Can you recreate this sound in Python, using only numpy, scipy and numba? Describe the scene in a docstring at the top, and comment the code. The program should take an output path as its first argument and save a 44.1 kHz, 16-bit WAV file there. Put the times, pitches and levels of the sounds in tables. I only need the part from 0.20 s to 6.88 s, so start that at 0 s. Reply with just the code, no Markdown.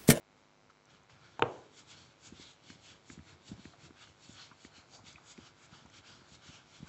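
"""A felt eraser on a classroom whiteboard, heard by a lapel microphone on the shirt.
Room noise in flickering bands and a faint buzz of mains spikes run throughout; small ticks of filtered grit dot the scene.
Hand and shirt rustle first, as soft swells of filtered noise; then the eraser lands, its pushes ringing block, board and room.
Strokes to and fro follow: felt fibres hiss and sizzle as moving bands of noise, and the block hums.
The flexing panel rumbles in noise bands under the strokes, and thumps with short falling swings."""
import sys
import numpy as np
from scipy import signal
from scipy.io import wavfile
from scipy.ndimage import uniform_filter1d
from numba import njit

SR = 44100
rng = np.random.default_rng(int(sys.argv[2]) if len(sys.argv) > 2 else 0)


def wav_record(signal):
    """Record a signal, one row per channel, as 16-bit PCM in the file named by sys.argv[1]."""
    frames = np.transpose(np.atleast_2d(signal))
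    bounded = np.clip(frames, -1, 1)
    # unit amplitude maps onto the largest positive 16-bit level
    quanta = np.round(bounded * 32767).astype(np.int16)
    wavfile.write(sys.argv[1], SR, quanta)


N = 294588


def undb(db):
    """Decibels to gain."""
    return 10 ** (np.asarray(db) / 20)


def unit(x):
    """Scale to rms 1."""
    return x / np.sqrt(np.mean(x ** 2))


@njit
def svf(x, hz, width):
    """State-variable band-pass whose centre may move every sample."""
    y = np.empty(len(x))
    band_state, low_state = 0., 0.
    for i in range(len(x)):
        g = np.tan(np.pi * hz[i] / SR)
        damping = width / hz[i]
        v = (band_state + g * (x[i] - low_state)) / (1 + g * (g + damping))
        band_state = 2 * v - band_state
        low_state = low_state + 2 * g * v
        y[i] = damping * v
    return y


def band(x, hz, width):
    """Fixed band-pass."""
    return svf(x, np.full(len(x), 1. 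* hz), 1. * width)


def double_band(x, hz, width):
    """Fixed band-pass applied twice, for steeper skirts."""
    return band(band(x, hz, width), hz, width)


def steep(x, hz, width):
    """Moving band-pass applied twice."""
    return svf(svf(x, hz, width), hz, width)


def ring(x, modes):
    """Sum of damped modes (frequency [Hz], level [dB], t60 [s], optional signed gain factor) struck by x."""
    total = np.zeros(len(x))
    for hz, db, t60, *sign in modes:
        gain = undb(db) * np.prod(sign)
        pole = np.exp((2j * np.pi * hz - np.log(1000) / t60) / SR)
        total += gain * signal.lfilter([1], [1, -pole], x).imag
    return total


def walk(rate):
    """Random levels at rate per second, slewed twice into a smooth drift of rms 1."""
    k = int(SR / rate)
    steps = np.repeat(rng.standard_normal(N // k + 1), k)
    return unit(uniform_filter1d(uniform_filter1d(steps, k), k)[:N])


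def add(out, s, sound):
    """Mix a short sound in at time s."""
    i = int(s * SR)
    out[i:i + len(sound)] += sound[:N - i]


# strokes of felt over the board, levels before the mix of each layer:
# (peak time [s], rise [s], fall [s], lower hiss level [dB], upper hiss level [dB], sizzle level [dB],
#  block hum level [dB], rumble level [dB], lower hiss centre [Hz], upper hiss centre [Hz])
STROKES = [(1.341, 0.35, 0.27, -67, -70, -70, -68, -63.5, 2740, 3880),
           (1.592, 0.093, 0.052, -59.5, -62.5, -59.5, -62, -65, 3570, 4410),
           (1.709, 0.059, 0.058, -55, -66, -59.5, -60.5, -74, 3290, 4100),
           (1.789, 0.148, 0.21, -61, -60.5, -68.5, -64.5, -61, 3280, 4200),
           (2.07, 0.085, 0.049, -58.5, -57, -55, -61, -59, 3360, 4480),
           (2.213, 0.086, 0.12, -54, -67, -63.5, -62.5, -60.5, 3460, 3930),
           (2.311, 0.24, 0.062, -61, -67, -65, -66, -73, 3470, 3930),
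           (2.506, 0.1, 0.091, -57, -59, -62.5, -65, -58, 3380, 4160),
           (2.646, 0.069, 0.2, -61, -66, -64.5, -67.5, -69, 3270, 4220),
           (2.701, 0.083, 0.078, -59, -62, -65, -63.5, -63.5, 3030, 4500),
           (2.925, 0.094, 0.067, -61, -60, -57.5, -66.5, -58.5, 3480, 4310),
           (3.098, 0.139, 0.098, -63, -65, -68.5, -64.5, -62, 3520, 4190),
           (3.29, 0.082, 0.061, -58.5, -59.5, -60, -69.5, -57.5, 3540, 4450),
           (3.459, 0.19, 0.15, -62.5, -63.5, -67.5, -65.5, -64, 3290, 4120),
           (3.645, 0.08, 0.08, -61.5, -62, -63, -64, -59, 3440, 4310),
           (3.824, 0.086, 0.079, -57, -60.5, -64, -62.5, -68, 3560, 4300),
           (3.886, 0.047, 0.082, -66, -63.5, -69.5, -71, -66, 2750, 4220),
           (4.045, 0.051, 0.054, -65, -59, -64, -74, -76, 3620, 4310),
           (4.135, 0.21, 0.086, -61, -65, -61.5, -64.5, -63.5, 3460, 4280),
           (4.217, 0.16, 0.13, -57, -55.5, -65, -61, -69, 2990, 4180),
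           (4.453, 0.13, 0.05, -64, -59.5, -62, -66, -64.5, 3430, 4430),
           (4.575, 0.089, 0.097, -65, -57, -66, -61, -66, 3110, 4080),
           (4.75, 0.082, 0.08, -67, -56.5, -58.5, -64.5, -58, 2820, 4630),
           (4.875, 0.042, 0.11, -55, -57, -59.5, -60, -60.5, 3540, 4340),
           (5.117, 0.11, 0.035, -60, -57.5, -55.5, -60.5, -63, 3350, 4790),
           (5.27, 0.21, 0.065, -62.5, -63, -67, -62, -64.5, 2860, 4580),
           (5.456, 0.136, 0.03, -65, -65, -63.5, -64.5, -68, 3300, 4910),
           (5.555, 0.096, 0.15, -60.5, -63.5, -67.5, -61, -62.5, 2870, 4620),
           (5.779, 0.12, 0.054, -59, -65, -65.5, -64.5, -61, 3390, 4090),
           (5.884, 0.068, 0.17, -59, -58.5, -65.5, -58, -62.5, 2960, 4730),
           (5.959, 0.063, 0.068, -62, -70, -73, -70, -63, 3130, 4000),
           (6.152, 0.15, 0.036, -62, -62, -63, -64, -62, 3350, 4400),
           (6.26, 0.073, 0.2, -60.5, -61, -64.5, -61, -64, 2890, 4560),
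           (6.358, 0.19, 0.087, -56, -67, -66, -61, -67.5, 2840, 4180),
           (6.558, 0.15, 0.13, -61, -67, -66, -64.5, -65, 3330, 4060),
           (6.679, 0.042, 0.077, -62, -60, -62, -59, -58, 3560, 4530)]
# hand and shirt rustle before the knock, with the same columns as the strokes
RUSTLES = [(.2, .3, 0.18, -82, -79, -80, -76, -79, 3000, 4700),
           (.44, 0.042, .04, -85, -80, -88, -82, -67, 3100, 4700),
           (.505, 0.018, 0.022, -74, -68.5, -82, -71, -80, 2670, 4500),
           (.708, .049, .14, -65.5, -75, -75, -65, -64, 2960, 4200),
           (.902, .019, 0.12, -67, -71, -74, -64, -62.5, 3030, 4600),
           (1.053, .12, .26, -68, -70.5, -79, -64.5, -65.5, 3100, 4400)]
# how far each layer has dropped one rise before and one fall after a peak: layer name: drop [dB]
DEPTH_DB = {"lower": 18.5, "upper": 22, "sizzle": 24, "block": 12.5, "rumble": 12}
BELL = 1.3  # 1 = pointed swell, 2 = round


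def swell(layer):
    """Gain of one layer: every stroke and rustle swells and fades like a lopsided bell; powers add."""
    power = np.zeros(N)
    column = 3 + list(DEPTH_DB).index(layer)
    for row in [*RUSTLES, *STROKES]:
        s, rise, fall = row[:3]
        first = max(int((s - 3 * rise) * SR), 0)
        last = min(int((s + 3 * fall) * SR), N)
        i = np.arange(first, last)
        late = i / SR - s
        distance = np.where(late < 0, -late / rise, late / fall)
        power[i] += undb(row[column] - DEPTH_DB[layer] * distance ** BELL) ** 2
    return np.sqrt(power)


def fibres(scatter_db, patchy_db):
    """Dense noisy slips in patches; scatter makes their sizes uneven."""
    level_db = scatter_db * rng.exponential(size=N) + patchy_db * walk(60)
    return rng.standard_normal(N) * undb(level_db)


def nap(low_hz, octaves, flicker_db):
    """Narrow bands of slips that flare one by one as the nap of the felt turns; their sum keeps its strength."""
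    slips = fibres(scatter_db=1.5, patchy_db=1.8)
    centres = low_hz * 2 ** np.arange(0, octaves, 1 / 8)
    flares = np.array([undb(flicker_db * walk(18)) for _ in centres])
    flares /= np.sqrt(np.mean(flares ** 2, axis=0))
    return unit(sum(g * unit(band(slips, f, f / 11)) for g, f in zip(flares, centres)))


# resonances of the eraser block, widths before broadening: (frequency [Hz], width [Hz], level [dB])
BLOCK_MODES = [(734, 570, -3), (1012, 510, -5.5), (1379, 483, -1), (2050, 710, -6.5)]
BLOCK_LOW_DB = -75  # lowest mode of the block, steadier in the hand
SIZZLE_HZ = 6850  # mean centre
SIZZLE_FOLLOWS = 0.72  # Hz of sizzle per Hz that the lower hiss moves
RUB_ECHO_DB, RUB_ECHO_T60_S = -13.5, 0.43


def rubbing():
    """Felt on enamel: two resonances that move with the stroke, a sizzle on top, the block humming below."""
    rows = np.vstack([RUSTLES, STROKES])
    low_hz, high_hz = (np.interp(np.arange(N) / SR, rows[:, 0], hz) for hz in rows[:, -2:].T)
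    slips = fibres(scatter_db=0.0, patchy_db=1.6)

    low, high = swell("lower"), swell("upper")
    hiss = low * unit(steep(slips, low_hz, 980.0))
    hiss += 0.79 * high * unit(steep(slips, high_hz, 530.0))
    hiss += 0.93 * np.hypot(low, high) * nap(low_hz=2236, octaves=1.3, flicker_db=5.0)
    hiss *= undb(-3.0)

    sizzle_hz = SIZZLE_HZ + SIZZLE_FOLLOWS * (low_hz - low_hz.mean())
    sizzle = unit(steep(rng.standard_normal(N), sizzle_hz, 2000.0))
    sizzle += 0.58 * nap(low_hz=5800, octaves=.6, flicker_db=4.0)
    sizzle *= undb(-2.5) * swell("sizzle")

    lowest, *upper = (undb(db + 2.0 * walk(20)) * unit(double_band(slips, f, 1.35 * w))
                      for f, w, db in BLOCK_MODES)
    hum = swell("block")
    held = uniform_filter1d(hum, SR // 2) / hum.mean()  # half-second average of the strokes
    block = undb(-2.5) * hum * sum(upper)
    block += undb(BLOCK_LOW_DB + 1.8 * walk(11)) * held * lowest

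    direct = hiss + sizzle + block
    t = np.arange(SR // 2) / SR
    echo = rng.standard_normal(len(t)) * undb(-60 * t / RUB_ECHO_T60_S)  # walls fill the pauses
    echo /= np.linalg.norm(echo)
    return direct + undb(RUB_ECHO_DB) * signal.fftconvolve(direct, echo)[:N]


# eraser lands on the board, corner first, then the face with a short chatter:
# (time [s], push level, summed over the push [dB], contact [ms])
BLOWS = [(1.194, -24.5, 0.57), (1.1951, -28, 0.77), (1.2208, -28, 0.49), (1.2221, -23, 0.91),
         (1.2230, -9.5, 0.32)]
# crack of the eraser block: (frequency [Hz], relative level [dB], t60 [s], signed gain factor)
CRACK = [(476, 7, 0.073, 0.34), (910, 4.5, 0.027, 0.74), (1280, 15.5, 0.0052, 0.71),
         (2470, 16, 0.0061, 0.4), (3070, 8, 0.011, -0.65), (3560, -0.5, 0.014, 1),
         (2110, -7.5, 0.024, -0.64)]
# ringing modes of the board: (frequency [Hz], relative level [dB], t60 [s])
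BOARD = [(127.4, -2.5, 0.23), (266, -26, 0.49), (359, -11.5, 0.51), (420, -12.5, 0.7), (473, 2, 0.19),
         (640, -21, 0.26), (620, -6.5, 0.28), (711, -3.5, 0.24), (803, -16, 0.26), (1006, -13.5, 0.51),
         (1125, -15.5, 0.37), (1168, -36, 0.71)]
# bands of the room's reply to the knock: (frequency [Hz], relative level [dB], t60 [s])
ROOM = [(125, -24, 0.23), (298, -27.5, 0.5), (468, -21, 0.52), (744, -19, 0.47), (1070, -20, 0.21),
        (1520, -44, 0.73), (2570, -29, 0.35), (3600, -41, .2)]


def knock():
    """Smooth pushes crack the block, ring the board and fill the room."""
    push = np.zeros(N)
    for s, db, ms in BLOWS:
        shape = np.sin(np.pi * np.clip(np.arange(64) / SR * 1000 / ms, 0, 1)) ** 2
        add(push, s, undb(db) * shape / shape.sum())

    t = np.arange(SR // 2) / SR
    tail = np.zeros(len(t))
    for hz, db, t60 in ROOM:
        noise = unit(double_band(rng.standard_normal(len(t)), hz, 0.54 * hz))
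        tail += undb(db) * noise * undb(-60 * t / t60)
    tail *= 1 - np.exp(-t / 0.0015)  # echoes need a moment to gather

    no_bass = signal.butter(2, 260, "high", fs=SR, output="sos")  # a small block sends out no bass
    crack = signal.sosfilt(no_bass, ring(push, CRACK))
    room = signal.fftconvolve(push, tail)[:N]
    return 0.34 * crack + undb(-24.5) * ring(push, BOARD) + undb(-8.5) * room


# soft thumps of the flexing panel, before the panel's low-pass; the pitch glides down through the nominal one:
# (time [s], peak level [dB], nominal pitch [Hz], sway level [dB])
THUMPS = [(2.123, -37.5, 220, -50), (2.197, -41, 298, -58), (2.502, -42, 230, -48), (2.901, -38, 264, -45),
          (2.976, -40, 181, -44), (2.993, -42.5, 200, -43), (3.315, -33, 199, -44),
          (3.327, -41.5, 150, -46), (3.38, -47, 200, -56), (3.393, -42.5, 200, -52),
          (3.454, -38.5, 240, -46), (3.706, -43.5, 283, -58), (4.093, -42, 229, -54),
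          (4.315, -49.5, 200, -60), (4.449, -41, 271, -53), (4.581, -51, 220, -52),
          (4.839, -47.5, 190, -58), (4.949, -51, 126, -58), (5.181, -42, 283, -60),
          (5.186, -38.5, 278, -58), (5.525, -47.5, 170, -58), (5.652, -47.5, 206, -56),
          (6.016, -51, 240, -58), (6.118, -50, 147, -55), (6.289, -45, 140, -52), (6.297, -45.5, 220, -57),
          (6.603, -45, 157, -56), (6.628, -37, 190, -48)]
THUMP_CYCLES = 3.26  # cycles of the nominal pitch to fall 60 dB
THUMP_TOP_HZ = 417  # the panel passes little of a thump above this
SWAY_HZ, SWAY_T60_S = 85, .09  # slow sway of the whole panel after a thump


def thumps():
    """A few fast-dying low swings each, in or out, higher pitch first; the panel sways with them."""
    out = np.zeros(N)
    t = np.arange(SR // 4) / SR
    sway = undb(-60 * t / SWAY_T60_S) * np.sin(2 * np.pi * SWAY_HZ * t) * (1 - np.exp(-t / .005))
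    signs = np.sign(rng.standard_normal(len(THUMPS)))
    for (s, db, hz, sway_db), sign in zip(THUMPS, signs):
        turns = hz * (0.7 * t + 0.005 * (1 - np.exp(-t / 0.013)))
        attack = (1 - np.exp(-t * hz * 3.5)) ** 2
        swing = np.sin(2 * np.pi * turns) * undb(-60 * t * hz / THUMP_CYCLES) * attack
        swing /= np.abs(swing).max()
        add(out, s, sign * (undb(db) * swing + undb(sway_db) * sway))
    return signal.sosfiltfilt(signal.butter(3, THUMP_TOP_HZ, fs=SR, output="sos"), out)


# low modes of the panel: (frequency [Hz], width [Hz], relative level [dB])
RUMBLE_MODES = [(93, 37, -1.5), (129, 45, 1), (230, 80, -13.5), (320.5, 43, -5)]
RUMBLE_LAG_S = 0.018  # the panel answers the stroke late
AFTER_THUMP_DB, AFTER_THUMP_T60_S = -17, 0.25  # rumble left by a thump, relative to its peak


def rumble():
    """The panel's low modes, shaken unevenly by the strokes and left moving by each thump."""
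    modes = sum(undb(db + 2.6 * walk(14)) * unit(band(rng.standard_normal(N), f, w))
                for f, w, db in RUMBLE_MODES)
    power = np.roll(swell("rumble"), int(RUMBLE_LAG_S * SR)) ** 2
    power *= np.arange(N) > RUMBLE_LAG_S * SR  # silence what wrapped round from the end
    t = np.arange(SR // 2) / SR
    for s, db, *_ in THUMPS:
        add(power, s, undb(db + AFTER_THUMP_DB - 60 * t / AFTER_THUMP_T60_S) ** 2)
    return np.sqrt(power) * unit(modes)


# small hard ticks and scrapes, levels before a common 12 dB cut:
# (time [s], level [dB], frequency [Hz], width [Hz], t60 [s])
TICKS = [(.432, -68, 860, 500, .018), (0.496, -49, 1350, 400, 0.041), (.655, -51, 6000, 4000, .0093),
         (.833, -58, 6800, 2000, 0.011), (.896, -47.5, 1500, 1500, 0.021), (1.194, -45, 7040, 3000, .012),
         (1.195, -41.5, 3630, 700, .013), (1.2217, -41, 6560, 3530, 0.018), (2.500, -40, 1530, 900, 0.017),
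         (2.900, -36, 1650, 1000, .014), (2.990, -44.5, 1700, 900, 0.013),
         (3.453, -39.5, 1700, 1300, 0.015), (3.531, -50.5, 694, 150, 0.043), (3.533, -49, 1380, 900, 0.034),
         (3.706, -47.5, 1400, 900, 0.012), (3.873, -45, 1510, 1200, 0.013),
         (4.311, -43.5, 1170, 403, 0.045), (4.449, -37.5, 1670, 1000, 0.0093),
         (4.72, -53.5, 694, 300, 0.34), (4.786, -48.5, 840, 300, 0.041), (4.928, -48, 6500, 2500, .015),
         (4.957, -37.5, 2400, 500, 0.015), (4.981, -45.5, 1080, 700, 0.022),
         (5.177, -41, 1960, 2000, 0.013), (5.52, -51.5, 1390, 250, 0.11), (5.657, -47, 950, 600, .033),
         (5.660, -53, 6500, 3000, .012), (5.698, -53, 1580, 900, .02), (5.700, -50.5, 6370, 2500, .015)]
TICK_ATTACK = 2.8  # attack s = this x t60 squared, at most 0.02 s: long scrapes start softly
TICK_TOUCH = 5.1  # first contact against the grit that follows


def ticks():
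    """Short bursts of grit in a small resonance."""
    out = np.zeros(N)
    t = np.arange(1, SR // 5) / SR
    grit = rng.standard_normal((len(TICKS), len(t)))
    for (s, db, hz, width, t60), noise in zip(TICKS, grit):
        attack = 1 - np.exp(-t / min(TICK_ATTACK * t60 ** 2, .02))
        shape = undb(-60 * t / t60) * attack
        force = noise * shape
        force[0] += TICK_TOUCH * shape[SR // 2000]  # quick ticks open with a clean click
        burst = double_band(force, hz, width)
        early_rms = np.sqrt(np.mean(burst[:int(t60 / 4 * SR)] ** 2))
        add(out, s, undb(db - 12) * burst / early_rms)
    return out


# ringing of each mains spike: (frequency [Hz], relative level [dB], t60 [s])
BUZZ = [(370, 0.5, 0.0029), (1140, 10.5, 0.0022), (2180, -0.5, 0.005), (3030, -15.5, 0.0041),
        (3880, -14.5, 0.016)]
BUZZ_DB, MAINS_HZ, MAINS_START_S = -69, 50.779, .0002


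def buzz():
    """A switching spike every half cycle of the mains, alternating in sign, rings a few resonances."""
    count = np.arange(int(N / SR * 2 * MAINS_HZ))
    place = (MAINS_START_S + count / (2 * MAINS_HZ)) * SR
    whole = place.astype(int)
    sign = (-1.) ** count
    spikes = np.zeros(N + 1)
    spikes[whole] = sign * (1 - place + whole)  # share each spike between two samples
    spikes[whole + 1] = sign * (place - whole)
    return undb(BUZZ_DB) * unit(ring(spikes[:N], BUZZ))


# spectrum of the room noise: (frequency [Hz], relative level per Hz [dB])
AIR = [(24, -42), (40, -25), (111, 0.5), (547, -4.5), (611, -5), (952, -11), (1770, -13.5), (5130, -15.5),
       (8000, -22.5), (10400, -45), (17600, -120)]
AIR_DB = -69.5


def air():
    """Room noise in half-octave bands that flicker alone."""
    hz, db = np.transpose(AIR)
    total = np.zeros(N)
    for f in 45 * 2 ** np.arange(0, 7.6, .5):
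        level_db = np.interp(np.log(f), np.log(hz), db) + 1.3 * walk(6)
        total += undb(level_db) * band(rng.standard_normal(N), f, f / 3)
    return undb(AIR_DB) * unit(total)


def scene():
    """Everything the microphone hears."""
    eraser = rubbing() + knock()
    panel = thumps() + rumble()
    return (eraser + panel + ticks() + buzz() + air())[None]


TOP_HZ = 7750


def record(dry):
    """The microphone drops the deep bass and the recorder cuts the top."""
    thin = signal.sosfilt(signal.butter(4, 62, "high", fs=SR, output="sos"), dry)
    return signal.sosfilt(signal.cheby1(10, .5, TOP_HZ, fs=SR, output="sos"), thin)


dry = scene()
out = record(dry)
wav_record(out)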